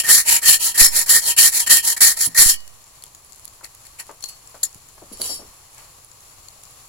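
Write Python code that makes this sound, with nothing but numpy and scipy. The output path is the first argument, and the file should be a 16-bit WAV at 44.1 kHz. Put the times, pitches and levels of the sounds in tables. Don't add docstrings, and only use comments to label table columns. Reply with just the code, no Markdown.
import sys
import numpy as np
from scipy import signal
from scipy.fft import rfft, irfft
from scipy.io import wavfile

SR = 44100
rng = np.random.default_rng(int(sys.argv[2]) if len(sys.argv) > 2 else 0)


def magnitude_from_level(level_db):
    exponent = np.asarray(level_db, float) / 20
    return 10 ** exponent


def digitize_waveform(pressure):
    field = np.atleast_2d(pressure).T
    bounded = np.clip(field, -1, 1)
    quanta = np.round(bounded * 32767).astype(np.int16)
    wavfile.write(sys.argv[1], SR, quanta)


N = 303408

# (frequency [Hz], density [dB per Hz])
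RASP = [(1500, -72), (3550, -1.5), (4200, 2.5), (6000, 0), (9000, 1.5), (12000, 3), (15500, 2.5)]
# (frequency [Hz], density [dB per Hz])
BODY = [(60, -9), (300, -37.5), (700, -18), (1500, -1), (2300, 12.5), (2800, 12), (3250, 13.5), (3600, -24),
        (4200, -76.5)]
# (frequency [Hz], width [Hz], level [dB])
BLADE = [(1829, 45, -6.5), (1849, 30.6, 1), (1935, 68, -11), (2260, 24, -16)]
# (frequency [Hz], width [Hz], level [dB])
STEEL = [(4290, 17.6, -6.5), (5350, 16, -1), (5560, 15, -83), (6860, 400, 3), (7360, 94, -2.5),
         (10500, 32, -2), (10500, 22, -58), (14500, 56, -23), (14800, 63, -8)]
# (frequency [Hz], level [dB], t60 [s])
HUM = [(946, 3.5, 0.084), (657, -5, 0.25), (1336, -8, 0.06)]
# (frequency [Hz], level [dB], t60 [s])
RINGING = [(2945, -12, .45), (4355, 0, 0.27), (4899, -6, .25), (5163, -17, .3), (6062, -12, .33),
           (7725, -14, 0.2)]


def saw():
    to_rasp, to_blade, to_hum, to_body = contact()
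    teeth = grit(9000, spread_db=3.0, lump_db=2.0, lump_rate_hz=42)
    bite = to_rasp * teeth
    t = np.arange(N) / SR
    lift_start_s, lift_end_s, pressed_db = 2.44, 2.9, -15
    free = np.where((t > lift_start_s) & (t < lift_end_s), 1, magnitude_from_level(pressed_db))

    rasp = magnitude_from_level(-5.0) * colour(bite, RASP)
    rasp = rasp + magnitude_from_level(-31.0) * ring(bite, damped(STEEL), wander_db=8.0)

    body = magnitude_from_level(10.0) * colour(to_body * magnitude_from_level(1.0 * drift(14)) * teeth, BODY)
    bounce_s = 0.00019 * magnitude_from_level(2.07 * drift(4.64))
    late = np.arange(N) - SR * bounce_s
    body = body + 0.92 * np.array([np.interp(late, np.arange(N), port) for port in body])

    pluck = to_blade * (0.63 * teeth + teeth.mean(0))
    blade = magnitude_from_level(-4) * ring(pluck, damped(BLADE), wander_db=3.0)
    blade = blade + magnitude_from_level(-25.5) * ring(free * pluck, [(1890.0, 0.017, 1.0)], wander_db=-3.0)

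    frame = magnitude_from_level(-25.5) * ring(free * bite, RINGING, wander_db=4.5)
    hum = magnitude_from_level(-14) * ring(to_hum * teeth, HUM, wander_db=2.5)
    return rasp + body + blade + frame + hum


# (start [s], rise [s], hold [s], fall [s], rasp [dB])
PUSHES = [
    (.062, 0.062, 0.036, 0.12, -6.5),
    (.414, 0.082, 0.038, 0.068, -7),
    (.772, 0.033, 0.024, 0.11, -3.5),
    (1.086, 0.014, 0.077, 0.052, -8),
    (1.358, 0.038, 0.082, 0.04, -8.5),
    (1.685, 0.027, 0.041, 0.092, -6.5),
    (2.001, 0.032, 0.032, 0.12, -6.5),
    (2.368, 0.036, 0.085, 0.095, -5.5),
]
# (start [s], rise [s], hold [s], fall [s], rasp [dB])
PULLS = [
    (-.06, 0.044, 0.0051, 0.041, -2),
    (0.243, 0.082, 0.028, .07, -11),
    (0.575, 0.093, 0.0076, 0.092, -15),
    (0.901, 0.091, 0.012, 0.074, -14.5),
    (1.203, 0.087, .02, 0.049, -16),
    (1.505, 0.078, 0.026, 0.066, -16),
    (1.815, 0.071, 0.044, 0.019, -18),
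    (2.146, 0.1, 0.019, 0.0094, -17),
]
# (start [s], rise [s], hold [s], fall [s], rasp [dB])
CATCHES = [
    (.03, 0.052, 0.0083, 0.02, -22),
    (.414, 0.008, 0.024, 0.042, -27),
    (.741, 0.0071, 0.037, .02, -25.5),
    (1.058, 0.0066, 0.022, .02, -26.5),
    (1.661, .005, 0.0074, 0.053, -25.5),
    (1.963, 0.0078, .004, 0.013, -25.5),
    (2.345, 0.0022, 0.034, 0.017, -21.5),
    (2.27, .02, 0.035, .03, -46),
]
# (start [s], rise [s], hold [s], fall [s], rasp [dB])
GRABS = [
    (.261, .005, 0.014, 0.045, -38),
    (.775, 0.0021, 0.0091, 0.017, -21.5),
    (1.363, 0.003, 0.015, .025, -21.5),
    (1.52, 0.0036, 0.0093, 0.017, -33),
    (1.837, .005, 0.0099, .025, -34.5),
    (2.004, 0.0047, 0.012, 0.031, -12.5),
    (2.373, 0.0036, 0.0078, .02, -12.5),
]
# (start [s], rise [s], hold [s], fall [s], rasp [dB])
RUBS = [
    (3.63, 0.02, .002, 0.023, -39),
    (3.845, 0.011, .004, 0.046, -47),
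    (3.98, 0.024, 0.0022, 0.017, -33),
    (5.765, 0.019, .01, .09, -51),
]
# (start [s], rise [s], hold [s], fall [s], rasp [dB])
KNOCK = [
    (4.630, 0.0027, 0.027, 0.066, -12.5),
]
# (rows, rise power, fall power, sag over hold [dB], blade ring [dB], frame hum [dB],
# body [dB])
CONTACTS = [
    (PUSHES, 4.35, 4.53, 4.7, -18, -36, -27),
    (PULLS, 1.65, 4.93, 3.8, -21, -16.5, -23),
    (CATCHES, 1.1, 1.4, 0.6, -7, -34, -23),
    (GRABS, 1.2, 4.8, 0.6, -14, -40, -25),
    (RUBS, 1.6, 5.0, 0.5, -14, -12, -14.5),
    (KNOCK, 1.2, 2.9, 32.5, -30, -54, -61),
]


def contact():
    out = 0
    for rows, rise, fall, sag_db, blade_db, hum_db, body_db in CONTACTS:
        to_rasp = swell(rows, rise, fall, sag_db)
        to_blade = magnitude_from_level(blade_db) * swell(rows, rise, fall, sag_db, follow=0.94)
        to_hum = magnitude_from_level(hum_db) * swell(rows, rise, fall, sag_db, follow=0.69, fade_db=8.5)
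        to_body = magnitude_from_level(body_db) * swell(rows, rise, fall, sag_db, follow=0.69)
        out = out + np.array([to_rasp, to_blade, to_hum, to_body])
    return out


# (start [s], rise [s], hold [s], fall [s], level [dB])
HELD = [
    (4.221, .005, 0.0072, 0.0063, -37.5),
    (4.237, 0.0079, .003, 0.064, -39),
]
# (start [s], rise [s], hold [s], fall [s], level [dB])
FREED = [
    (4.273, 0.0245, .002, 0.016, -34),
]
# (start [s], rise [s], hold [s], fall [s], level [dB])
LAID = [
    (5.117, 0.014, .004, 0.037, -41),
    (5.16, .045, .003, .01, -43),
    (5.204, 0.013, 0.0037, 0.043, -28),
    (5.232, 0.0089, 0.045, 0.19, -28.5),
]
# (frequency [Hz], width [Hz], level [dB])
FRAME = [(3280, 57, -9), (3900, 20, -11), (4516, 16, -0.5), (5416, 6.6, -5.5), (5970, 17, -12),
         (7320, 10, -11), (9350, 40, -3), (9800, 42, -5), (10500, 27, -4.5), (11200, 48, -3),
         (11900, 50, -8), (12900, 93, -5), (13600, 42, -16), (14700, 43, -7)]


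def drag():
    ribs = grit(4000, spread_db=3.0, lump_db=1.5, lump_rate_hz=85)
    held, freed, laid = (swell(rows, 2.1, 3.9, sag_db=6) * ribs for rows in (HELD, FREED, LAID))
    scrape = held + freed + laid
    modes = magnitude_from_level(5.0) * ring(held, damped(STEEL[:1]), wander_db=0.0)
    modes = modes + magnitude_from_level(-9) * ring(freed, RINGING, wander_db=2)
    modes = modes + magnitude_from_level(-8) * ring(laid, damped(FRAME), wander_db=-1.5)
    return modes + magnitude_from_level(-5.5) * colour(scrape, RASP) + magnitude_from_level(-15.5) * colour(scrape, BODY)


# (time [s], peak [dB], pitch [Hz], pan, + is left [dB])
TICKS = [(2.6778, -16, 8200, 4), (2.8415, -27, 6900, 6), (3.0379, -10.5, 3390, -1.5),
         (3.1485, -16.5, 6770, -6), (3.247, -27, 10500, -7), (3.322, -22, 7600, 8),
         (3.3596, -23, 11200, -3), (3.396, -23, 7800, -6), (3.4785, -20, 11400, 16),
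         (3.7492, -22, 6860, -15), (4.0675, -22, 11000, 5), (4.1134, -23, 7040, -5),
         (4.2072, -22, 10100, 8), (4.2877, -14, 10600, 1), (4.474, -22, 7440, 10), (4.6302, -20, 9400, -15),
         (4.729, -24, 6700, 4.0), (4.7455, -18, 7000, -8), (4.8871, -22, 7050, -5),
         (5.1725, -23, 11300, 10), (5.7462, -25, 10600, -3), (5.7807, -20, 7770, 7),
         (6.0465, -27, 10300, -16), (6.115, -26.5, 7250, 9), (6.2053, -25, 6600, 5),
         (6.6357, -16.5, 10500, 3)]
# (time [s], peak [dB], pan, + is left [dB])
TAPS = [
    (2.6038, -20, 11),
    (3.023, -17.5, 2),
    (3.6451, -14, 12.5),
    (3.868, -26.5, 17),
    (3.9988, -13, 9),
    (4.2254, -20, 6),
    (4.2398, -8, 13.5),
    (5.2165, 1.5, -3.5),
    (6.485, -21.5, 17),
]


def ticks():
    length, tap_hz, t60_s = 1200, 4360, 0.013
    out, t = np.zeros((2, N)), np.arange(length) / SR
    touches = TICKS + [(s, db, tap_hz, pan_db) for s, db, pan_db in TAPS]
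    for s, db, hz, pan_db in touches:
        crack = rng.standard_normal((2, length))
        shape = magnitude_from_level(-60 * t / t60_s) * (0.7 * crack + 0.5 * np.sin(2 * np.pi * hz * t))
        gain = magnitude_from_level(db - 19.5 + 0.5 * pan_db * np.array([[1], [-1]]))
        i = round(s * SR)
        out[:, i:i + length] += (gain * shape)[:, :N - i]
    return out


# (time [s], peak [dB], pitch [Hz], t60 [s])
THUDS = [(2.264, -33.5, 156, 0.2), (3.61, -39, 930, 0.054), (3.63, -41, 674, 0.15),
         (3.996, -43, 1030, 0.067), (4.093, -27.5, 740, 0.13), (4.108, -49, 843, 0.05),
         (4.235, -44.5, 573, 0.095), (4.544, -35, 730, 0.12), (4.756, -40, 145, 0.041),
         (4.979, -41, 950, 0.039), (5.017, -37, 400, 0.12), (5.112, -33.5, 352, 0.15),
         (5.198, -29.5, 450, 0.2), (5.246, -34.5, 706, 0.23), (5.291, -32.5, 457, 0.24),
         (5.391, -38.5, 436, 0.26), (5.42, -43, 690, 0.14), (5.782, -45.5, 1150, 0.54)]


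def thuds():
    length = 6000
    out, t = np.zeros((2, N)), np.arange(length) / SR
    for s, db, hz, t60 in THUDS:
        puff = rng.standard_normal((2, length))
        wood = signal.butter(2, [hz / 2.2, hz * 1.55], "band", fs=SR, output="sos")
        knock = signal.sosfilt(wood, (puff[0] + 0.91 * puff) * magnitude_from_level(-60 * t / t60))
        i = round(s * SR)
        out[:, i:i + length] += magnitude_from_level(db + 2.5) * knock / np.abs(knock).max()
    return out


# (time [s], peak [dB], fall [s])
GUSTS = [
    (0.814, -23.5, 0.028),
    (1.389, -57, 0.032),
    (2.391, -35, 0.049),
    (2.461, -27.5, 0.028),
]


def gusts():
    t, push = np.arange(N) / SR, 0
    for s, db, fall in GUSTS:
        age = np.maximum(t - s, 0)
        onset = 1 - np.exp(-age / 0.00084)
        swing = np.exp(-age / fall) - 0.43 * np.exp(-age / 0.074)
        push = push + magnitude_from_level(db + 21.5) * onset * swing
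    strokes = swell(PUSHES + PULLS, 1.5, 0.54, 0.5) ** 0.39
    buffet = strokes * magnitude_from_level(-45.0 + 1.0 * drift(18.0)) * drift(47)
    return push * magnitude_from_level([[-30], [0]]) + buffet * magnitude_from_level([[-20], [0]])


# (time [s], level [dB])
RUSTLE = [
    (2.62, -54),
    (3.4, -36),
    (3.94, -53),
    (4.3, -39.5),
    (5.1, -46),
    (5.5, -53),
    (6.0, -66),
    (6.88, -35.5),
]
# (start [s], rise [s], hold [s], fall [s], level [dB])
ARM_SWEEPS = [
    (3.4, 0.13, 0.61, .3, -76),
    (4.6, 0.78, 0.066, 0.13, -54.5),
]


def rustle():
    stir = magnitude_from_level(-66) + swell(ARM_SWEEPS, 1.8, 2.1, 0.5)
    crackle = colour(grit(2500, spread_db=23.0, lump_db=6.5, lump_rate_hz=38), RASP)
    return magnitude_from_level(in_time(RUSTLE) - 24) * crackle + magnitude_from_level(-0.5) * stir * drift(113)


# (frequency [Hz], density [dB per Hz])
AIR = [(30, 17), (120, 16.5), (210, 2), (500, 7.5), (1100, 12), (1500, 4), (2500, 5.5), (6000, -1),
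       (10000, -1.5), (15500, -0.5)]


def yard():
    air_db, alike_hz = -54, 570
    both, *own = rng.standard_normal((3, N))
    own = np.array(own)
    flutter = magnitude_from_level(0.9 * drift(2) + 0.7 * drift(25))
    low, high = (signal.butter(1, alike_hz, kind, fs=SR, output="sos") for kind in ("low", "high"))
    air = signal.sosfilt(low, both + 0.39 * own) + signal.sosfilt(high, own)
    return magnitude_from_level(air_db) * flutter * colour(air, AIR)


def swell(rows, rise_power, fall_power, sag_db, follow=1, fade_db=0):
    t, out = np.arange(N) / SR, np.zeros(N)
    for s, rise, hold, fall, db in rows:
        end = s + rise + hold + fall
        part = slice(max(round(s * SR), 0), max(round(end * SR), 0))
        now = t[part]
        up = np.sin(np.pi / 2 * np.clip((now - s) / rise, 0, 1))
        down = np.sin(np.pi / 2 * np.clip((end - now) / fall, 0, 1))
        sag = magnitude_from_level(-sag_db * np.clip((now - s - rise) / hold, 0, 1))
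        shape = up ** rise_power * down ** fall_power * sag
        fade = fade_db * ((now - s) / (end - s) - 1.0)
        out[part] += magnitude_from_level(db - fade) * shape ** follow
    return out


def grit(per_s, spread_db, lump_db, lump_rate_hz):
    shared, lag_s = 0.095, 0.0003
    sizes_db = spread_db * np.minimum(rng.exponential(1, (3, N)), 5)
    sizes = magnitude_from_level(sizes_db) * rng.choice([-1, 1], (3, N))
    both, left, right = sizes * (rng.random((3, N)) < per_s / SR)
    common = np.array([np.roll(both, round(lag_s * SR)), both])
    pair = np.sqrt(shared) * common + np.sqrt(1 - shared) * np.array([left, right])
    return rms_one(pair * magnitude_from_level(lump_db * drift(lump_rate_hz)))


def ring(x, modes, wander_db):
    longest_s = 0.92
    out = 0
    for hz, db, t60 in modes:
        r = magnitude_from_level(-60 / (min(t60, longest_s) * SR))
        w = 2 * np.pi * hz / SR
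        fed = x * magnitude_from_level(db + wander_db * drift(10.1)) + 1e-18
        gain = np.sin(w) * 2 * np.sqrt(1 - r)
        out = out + signal.lfilter([0, gain], [1, -2 * r * np.cos(w), r * r], fed)
    return out


def damped(peaks):
    return [(hz, db, np.log(1000) / np.pi / width_hz) for hz, width_hz, db in peaks]


def colour(x, points, size=4096):
    hz, db = np.transpose(points)
    grid_hz = np.arange(size // 2 + 1) * SR / size
    cep = irfft(np.log(magnitude_from_level(np.interp(np.log(grid_hz + 1), np.log(hz), db))))
    cep[1:size // 2] *= 2
    cep[size // 2 + 1:] = 0
    impulse = irfft(np.exp(rfft(cep)))
    return signal.fftconvolve(x, impulse[None], axes=1)[:, :N]


def drift(rate_hz):
    r = np.exp(-2 * np.pi * rate_hz / SR)
    slow = signal.lfilter([1], [1, -2 * r, r * r], rng.standard_normal(N + SR))
    return rms_one(slow[SR:])


def in_time(rows):
    s, db = np.transpose(rows)
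    return np.interp(np.arange(N) / SR, s, db, left=-120, right=-120)


def rms_one(x):
    return x / np.sqrt(np.mean(x ** 2) + 1e-20)


def scene():
    near = saw() + drag() + ticks() + thuds()
    echoes = magnitude_from_level(-18) * np.roll(near[::-1], round(0.009 * SR), axis=1)
    echoes = echoes + magnitude_from_level(-13.0) * np.roll(near, round(0.019 * SR), axis=1)
    return near + echoes + gusts() + rustle() + yard()


def top_cut(x):
    return signal.sosfilt(signal.butter(12, 16020, fs=SR, output="sos"), x)


# (frequency [Hz], width [Hz], gain [dB])
PORTS = [
    [(1150, 140, 5), (4350, 720, 8.5), (5650, 1840, 7), (7250, 1910, 16.5)],
    [(10600, 4700, 15.5)],
]


def record(dry):
    out = dry.copy()
    for k, cavity in enumerate(PORTS):
        for hz, width_hz, db in cavity:
            a, w = np.sqrt(magnitude_from_level(db)), 2 * np.pi * hz / SR
            q = np.sin(w) * width_hz / hz / 2
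            top = [1 + q * a, -2 * np.cos(w), 1 - q * a]
            bottom = [1 + q / a, -2 * np.cos(w), 1 - q / a]
            out[k] = signal.lfilter(top, bottom, out[k])
    out = out / (1 + np.abs(out / 0.9) ** 2.0) ** (1 / 8.9)
    low_pass = signal.ellip(10, 0.5, 28, 15930, fs=SR, output="sos")
    out = signal.sosfilt(low_pass, out)
    return top_cut(np.clip(out, -1, 1))


dry = scene()
out = record(dry)
digitize_waveform(out)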